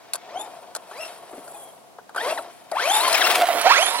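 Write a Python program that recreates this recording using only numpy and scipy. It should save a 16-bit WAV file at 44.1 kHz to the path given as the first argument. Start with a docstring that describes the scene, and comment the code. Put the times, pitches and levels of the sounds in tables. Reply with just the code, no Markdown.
"""Radio-controlled truck on a lawn

An electric truck crosses grass in short bursts of throttle, then races past a two-port microphone.
Gears: swayed sines at the tooth rates. Shell, chassis and brushed grass: grainy noise through spectra.
Clacks of the drive and thuds on bumps: decaying noise through a part's ring. Crushed tufts crunch.
Grass scatters the truck's sound differently to each port; quiet outdoor air lies beneath."""
import sys
import numpy as np
from scipy import signal
from scipy.fft import rfft, irfft
from scipy.io import wavfile
from scipy.ndimage import map_coordinates

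SR = 44100
rng = np.random.default_rng(int(sys.argv[2]) if len(sys.argv) > 2 else 0)


def to_wav(sig):
    """Store sig (one row per channel, or 1-D mono) as 16-bit WAV at the path in sys.argv[1].

    Samples outside -1..1 are clipped; the rate is SR.
    """
    pcm = np.clip(np.atleast_2d(sig), -1, 1) * 32767
    pcm = np.round(pcm).astype(np.int16)
    wavfile.write(sys.argv[1], SR, pcm.T)  # frames by channels


N = 176400

# Outdoor air, relative spectrum: (frequency [Hz], density [dB per Hz])
AIR_SPECTRUM = [(18, -82), (30, -56), (130, -26.5), (684, -23), (1810, -36), (9970, -42), (16000, -48)]
AIR_RMS_DB = -53

# Rolling over the lawn, levels before the trims below:
# (time [s], shell drumming [dB], chassis rattle [dB], treble rustle [dB])
ROLL_LEVELS = [(0.11, -50.5, -49.5, -72), (0.22, -45, -47.5, -93), (0.4, -36, -43.5, -53.5),
               (0.78, -48, -53, -66.5), (1.04, -40.5, -38, -45), (1.23, -44.5, -47.5, -57.5),
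               (1.62, -41.5, -51.5, -46.5), (1.78, -49, -57, -60), (2.13, -56, -64, -83),
               (2.17, -37, -35.5, -46.5), (2.3, -27.5, -28, -39), (2.385, -36, -41.5, -45),
               (2.47, -38, -45, -59), (2.55, -51, -49, -57.5), (2.695, -49, -54, -63),
               (2.73, -44, -44.5, -51), (2.8, -35, -25, -41.5), (2.92, -29.5, -22, -31),
               (3.13, -26.5, -19, -32.5), (3.36, -21.5, -22.5, -33), (3.43, -23.5, -35, -46.5),
               (3.47, -29.5, -58, -41), (3.56, -22, -27.5, -38.5), (3.635, -28, -23, -44.5),
               (3.67, -28, -16, -43), (3.74, -30, -14, -39.5), (3.83, -29.5, -19, -33.5),
               (4.0, -28.5, -26, -38)]
SHELL_TRIM_DB, RATTLE_TRIM_DB, RUSTLE_TRIM_DB = -2, -5, 1
# Relative spectra of drumming, rattle and rustle: (frequency [Hz], density [dB per Hz])
SHELL_SPECTRUM = [(60, -42.5), (200, -27.5), (330, -13), (620, -5.5), (700, 3), (820, -11), (950, -7),
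                  (3000, -46.5)]
RATTLE_SPECTRUM = [(100, -39), (900, 4), (3500, -3), (5400, -8), (7000, -14.5), (16000, -72)]
RUSTLE_SPECTRUM = [(500, -57), (5400, -19.5), (8000, 3.5), (10500, 8), (13000, -3.5), (16000, -19)]
GRAINS_PER_S, GRAIN_SPREAD_DB = 4000, 2.4
SMOOTH_SHARE = .6  # smooth noise rms over click rms

# Clacks of drive and chassis: (time [s], body knock level [dB], snap level [dB])
CLACKS = [(0.1345, -33, -15), (0.146, -30.5, -28), (0.155, -33.5, -24.5), (0.75, -29, -22),
          (0.762, -29.5, -23), (.912, -32.5, -44), (1.478, -38, -38.5), (1.985, -33, -67),
          (2.093, -35, -45), (2.147, -27, -39), (2.161, -20.5, -28.5), (2.39, -34, -57), (2.715, -28, -29),
          (3.079, -23, -19), (3.128, -29, -14.5), (3.614, -30, -19.5)]
# Relative ring spectra of knock and snap: (frequency [Hz], gain [dB])
KNOCK_SPECTRUM = [(100, -40.5), (560, 2.5), (950, 2.5), (1450, 2.5), (2000, -20.5), (8000, -37)]
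SNAP_SPECTRUM = [(150, -42), (1000, -6.5), (3400, -1), (4350, 9.5), (6000, -1.5), (7400, 6.5), (8700, 4),
                 (10300, 12), (12500, -3), (16000, -21)]
KNOCK_DECAY_S, SNAP_DECAY_S = 0.0078, 0.0032
# Suspension bottoming on bumps: (time [s], level [dB])
THUDS = [(1.329, -35), (1.378, -38.5)]
# Relative ring spectrum of a thud: (frequency [Hz], gain [dB])
THUD_SPECTRUM = [(100, -26), (250, 0), (650, 0), (1500, -16), (6000, -45)]
THUD_DECAY_S = 0.024

# One list per burst of throttle or spell of coasting, before wobble, flutter and body response:
# (time [s], pinion mesh [Hz], pinion level [dB], differential level [dB])
BURSTS = [
    [(.28, 1736, -54, -49), (.32, 2173, -58, -48), (.365, 3096, -51, -35), (.41, 3600, -41.5, -42),
     (.46, 3640, -57, -48)],
    [(.91, 1448, -48.5, -45), (.97, 2153, -52, -45), (1.005, 2753, -41.5, -43), (1.06, 2703, -41.5, -45.5)],
    [(1.54, 3505, -61, -44.5), (1.7, 3224, -62.5, -74)],
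    [(2.165, 1985, -42, -52), (2.183, 1453, -28.5, -41), (2.22, 1875, -38, -37.5),
     (2.265, 2173, -49, -27.5), (2.288, 2555, -47, -30.5), (2.322, 2772, -37, -28.5)],
    [(2.372, 2233, -34.5, -30), (2.39, 1312, -35, -37)],
    [(2.715, 732, -27, -64), (2.745, 596, -27.5, -68), (2.78, 1107, -27, -59), (2.815, 1817, -31, -33.5),
     (2.885, 2880, -32.5, -25.5), (2.925, 3560, -28.5, -26), (2.99, 3620, -28, -28),
     (3.045, 4473, -38, -20.5), (3.078, 4340, -35.5, -21.5)],
    [(3.135, 3206, -36, -26), (3.15, 2576, -16.5, -36), (3.16, 2200, -29, -45)],
    [(3.205, 2304, -21.5, -37), (3.222, 1665, -18.5, -58), (3.235, 1286, -24, -50)],
    [(3.236, 2560, -26, -26.5), (3.25, 2730, -22, -37)],
    [(3.32, 3110, -49, -35), (3.42, 3095, -52, -22.5), (3.436, 2807, -36, -15.5), (3.452, 3130, -54, -27.5)],
    [(3.484, 3140, -64, -22), (3.505, 2814, -46, -22.5)],
    [(3.645, 633.5, -19.5, -55), (3.665, 711, -14.5, -59), (3.7, 868, -16, -48), (3.738, 1395, -17, -40),
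     (3.752, 1692, -22, -39), (3.8, 2666, -27, -24), (3.83, 3226, -25.5, -27.5), (3.885, 3530, -33, -46),
     (3.915, 3780, -35, -34.5), (3.95, 4076, -47, -27.5), (4, 4150, -34, -29)],
]
DIFF_RATIO, PINION_TEETH = .238, 19  # differential mesh over pinion mesh; teeth per motor turn
SPEED_WOBBLE, WOBBLE_HZ = 0.007, 89.24  # rms share of the speed; rate
FLUTTER_RMS_DB, FLUTTER_HZ, CHATTER_HZ = 4, 170, 450
ECCENTRIC_RAD = 0.28
# Pinion overtones relative to their mesh tone: (overtone frequency [Hz], gain [dB])
PINION_OVERTONES = [(1200, -12.5), (3700, -8), (5000, -9.5), (7200, -5.5), (8400, -13), (10600, 8),
                    (13000, -18)]
# Shell's radiation of the differential's tones: (frequency [Hz], gain [dB])
DIFF_BODY = [(400, -12), (690, 6), (830, 1.5), (1100, -2.5), (1400, -14.5)]
PINION_FALL_DB, DIFF_FALL_DB = -6, -2  # per harmonic, from the 2nd and the 1st

# Tufts crushed beside the microphone: (time [s], peak level [dB])
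TUFTS = [(3.149, -19.5), (3.182, -21), (3.27, -17.5), (3.309, -16), (3.356, -16)]
# Relative spectrum of crushed blades: (frequency [Hz], density [dB per Hz])
CRUNCH_SPECTRUM = [(100, -41), (1200, 6.5), (3600, -0.5), (6000, -12), (16000, -11)]
BLADES_PER_S, CRACKLE_PEAK_DB, NEAREST_S = 900, -27, 3.42
TUFT_SPAN_S, NEAR_SPAN_S = .011, .38  # peak to 1/e

# Truck position: (time [s], left over right [dB], lead of the left port [ms])
PATH = [(2.3, 2, .05), (3.3, 4, .06), (3.5, -5, -.06), (3.75, -6.5, -.1)]
# Sound scattered by the grass: (frequency [Hz], gain [dB])
SCATTER_GAIN = [(800, -23), (1500, -10), (4000, -4)]
SCATTER_MAX_S, SCATTER_DRIFT_RMS_S = .006, .00006  # longest detour before drift; drift

# Microphone's side signal: (frequency [Hz], gain [dB])
SIDE_GAIN = [(1000, 2), (4000, 1)]
TOP_HZ = 15900


def undb(db):
    """Decibels to gain."""
    return 10 ** (np.asarray(db) / 20)


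def unit(x):
    """Scale to rms 1."""
    return x / np.sqrt(np.mean(x ** 2))


def curve(rows, axis):
    """One table column, joined by straight lines in time."""
    rows = np.array(rows, float)
    return np.interp(np.arange(N) / SR, rows[:, 0], rows[:, axis])


def response(points, hz):
    """Gain of a spectrum, interpolated in dB over log frequency."""
    points = np.array(points, float)
    log_hz = np.log(np.maximum(hz, 1))
    return undb(np.interp(log_hz, np.log(points[:, 0]), points[:, 1]))


def colour(x, points):
    """Causal minimum-phase filter with the given spectrum, by folding the cepstrum."""
    size = 2 * N
    cepstrum = irfft(np.log(response(points, np.fft.rfftfreq(size, 1 / SR))))
    cepstrum[1:N] *= 2
    cepstrum[N + 1:] = 0
    return irfft(rfft(x, size) * np.exp(rfft(cepstrum)))[:N]


def walk(rate_hz):
    """Smooth random curve of rms 1, with rate_hz random points a second."""
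    points = rng.standard_normal(8192)
    return unit(map_coordinates(points, [np.arange(N) / SR * rate_hz], mode="wrap"))


def grains(per_s=GRAINS_PER_S, smooth=SMOOTH_SHARE):
    """Random clicks of uneven size and sign over smooth noise, rms 1."""
    hit = rng.random(N) < per_s / SR
    size_db = GRAIN_SPREAD_DB * np.minimum(rng.exponential(size=N), 6)
    sign = np.sign(rng.standard_normal(N))
    clicks = hit * undb(size_db) * sign
    return unit(unit(clicks) + smooth * rng.standard_normal(N))


def garden():
    """Quiet outdoor air: independent coloured noise at each port."""
    ports = [unit(colour(rng.standard_normal(N), AIR_SPECTRUM)) for _ in range(2)]
    return undb(AIR_RMS_DB) * np.array(ports)


def rolling():
    """Small jolts drum the shell and rattle the chassis while the tyres brush the grass."""
    shell_db = curve(ROLL_LEVELS, axis=1) + SHELL_TRIM_DB + 1.4 * walk(60)
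    rattle_db = curve(ROLL_LEVELS, axis=2) + RATTLE_TRIM_DB + 1.2 * walk(70)
    rustle_db = curve(ROLL_LEVELS, axis=3) + RUSTLE_TRIM_DB + 1.5 * walk(99)
    shell = unit(colour(grains(), SHELL_SPECTRUM)) * undb(shell_db)
    rattle = unit(colour(grains(), RATTLE_SPECTRUM)) * undb(rattle_db)
    rustle = unit(colour(grains(), RUSTLE_SPECTRUM)) * undb(rustle_db)
    return shell + rattle + rustle


def ring(points):
    """Impulse response of a part, with unit energy."""
    pulse = colour(signal.unit_impulse(N), points)[:4096]
    return pulse / np.linalg.norm(pulse)


def struck(start_s, decay_s, part):
    """Exponentially decaying noise sent through a part's impulse response."""
    age_s = np.arange(SR // 4) / SR
    noise = rng.standard_normal(len(age_s)) * np.exp(-age_s / decay_s)
    out, first = np.zeros(N + SR), int(start_s * SR)
    out[first:first + len(age_s)] = signal.fftconvolve(noise, part)[:len(age_s)]
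    return out[:N]


def clacks():
    """Each clack is a hollow plastic knock and a shorter hard snap; bumps give duller thuds."""
    knock, snap, thud = ring(KNOCK_SPECTRUM), ring(SNAP_SPECTRUM), ring(THUD_SPECTRUM)
    out = np.zeros(N)
    for start_s, body_db, snap_db in CLACKS:
        out += undb(body_db) * struck(start_s, KNOCK_DECAY_S, knock)
        out += undb(snap_db) * struck(start_s, SNAP_DECAY_S, snap)
    for start_s, db in THUDS:
        out += undb(db) * struck(start_s, THUD_DECAY_S, thud)
    return out


def gears():
    """Pinion and differential sing on tooth rates; bumps shake the speed, motor turns sway the mesh."""
    t, out = np.arange(N) / SR, np.zeros(N)
    shake = 1 + SPEED_WOBBLE * walk(WOBBLE_HZ)
    pinion_flutter = [undb(FLUTTER_RMS_DB * walk(FLUTTER_HZ)) for _ in range(3)]
    diff_flutter = [undb(FLUTTER_RMS_DB * walk(FLUTTER_HZ)) for _ in range(3)]
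    chatter = walk(CHATTER_HZ)  # uneven tooth contact roughens the whine
    for burst in BURSTS:
        start_s, end_s = burst[0][0], burst[-1][0] + 0.012
        gate = np.clip(np.minimum(t - start_s, end_s - t) / 0.0056, 0, 1)
        on = gate > 0
        hz = (curve(burst, axis=1) * shake)[on]
        pinion = undb(curve(burst, axis=2)[on])
        diff = undb(curve(burst, axis=3)[on])
        phase = 2 * np.pi * np.cumsum(hz) / SR
        mesh = phase + ECCENTRIC_RAD * np.sin(phase / PINION_TEETH)
        for k in range(1, 4):
            overtone = 1
            if k > 1:
                overtone = response(PINION_OVERTONES, k * hz) * undb(PINION_FALL_DB * (k - 2))
            body = response(DIFF_BODY, k * DIFF_RATIO * hz) * undb(DIFF_FALL_DB * (k - 1))
            pinion_tone = np.sin(k * mesh + .4 * k * chatter[on])
            diff_tone = np.sin(k * DIFF_RATIO * phase)
            out[on] += gate[on] * pinion * overtone * pinion_flutter[k - 1][on] * pinion_tone
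            out[on] += gate[on] * diff * body * diff_flutter[k - 1][on] * diff_tone
    return np.sqrt(2) * out  # levels are rms


def crunching():
    """Close by, single blades crackle under the tyres, and each crushed tuft gives a short crunch."""
    t = np.arange(N) / SR
    near = undb(CRACKLE_PEAK_DB) * np.exp(-((t - NEAREST_S) / NEAR_SPAN_S) ** 2)
    tufts = sum(undb(db) * np.exp(-((t - middle_s) / TUFT_SPAN_S) ** 2) for middle_s, db in TUFTS)
    crackle = unit(colour(grains(BLADES_PER_S, 0), CRUNCH_SPECTRUM))
    crunch = unit(colour(grains(), CRUNCH_SPECTRUM))
    return crackle * near + crunch * tufts


def scattered(x, count):
    """Short detours through the grass, whose lengths drift at random."""
    out = np.zeros(N)
    for k in range(count):
        lag_s = SCATTER_MAX_S * (k + rng.random()) / count + SCATTER_DRIFT_RMS_S * walk(14)
        out += map_coordinates(x, [np.arange(N) - lag_s * SR], order=3, mode="nearest")
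    return out / np.sqrt(count)


def lawn(x):
    """The truck reaches the nearer port sooner and louder; the grass scatters it differently to each."""
    pan_db = curve(PATH, axis=1)
    lead_samples = curve(PATH, axis=2) * SR / 1000
    spread, ports = colour(x, SCATTER_GAIN), []
    for side in (1, -1):  # left, right
        direct = map_coordinates(x, [np.arange(N) + side * lead_samples / 2], mode="nearest")
        ports.append((direct + scattered(spread, count=4)) * undb(side * pan_db / 2))
    mean_power = (undb(pan_db) + undb(-pan_db)) / 2
    return np.array(ports) / np.sqrt(mean_power)


def scene():
    """The truck on the lawn, in a quiet garden."""
    truck = rolling() + clacks() + gears() + crunching()
    return garden() + lawn(truck)


def record(dry):
    """The microphone filters the side signal for width and cuts the top."""
    mid = (dry[0] + dry[1]) / 2
    side = colour((dry[0] - dry[1]) / 2, SIDE_GAIN)
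    top_cut = signal.ellip(10, .2, 80, TOP_HZ, fs=SR, output="sos")
    return signal.sosfilt(top_cut, np.array([mid + side, mid - side]))


dry = scene()
out = record(dry)
to_wav(out)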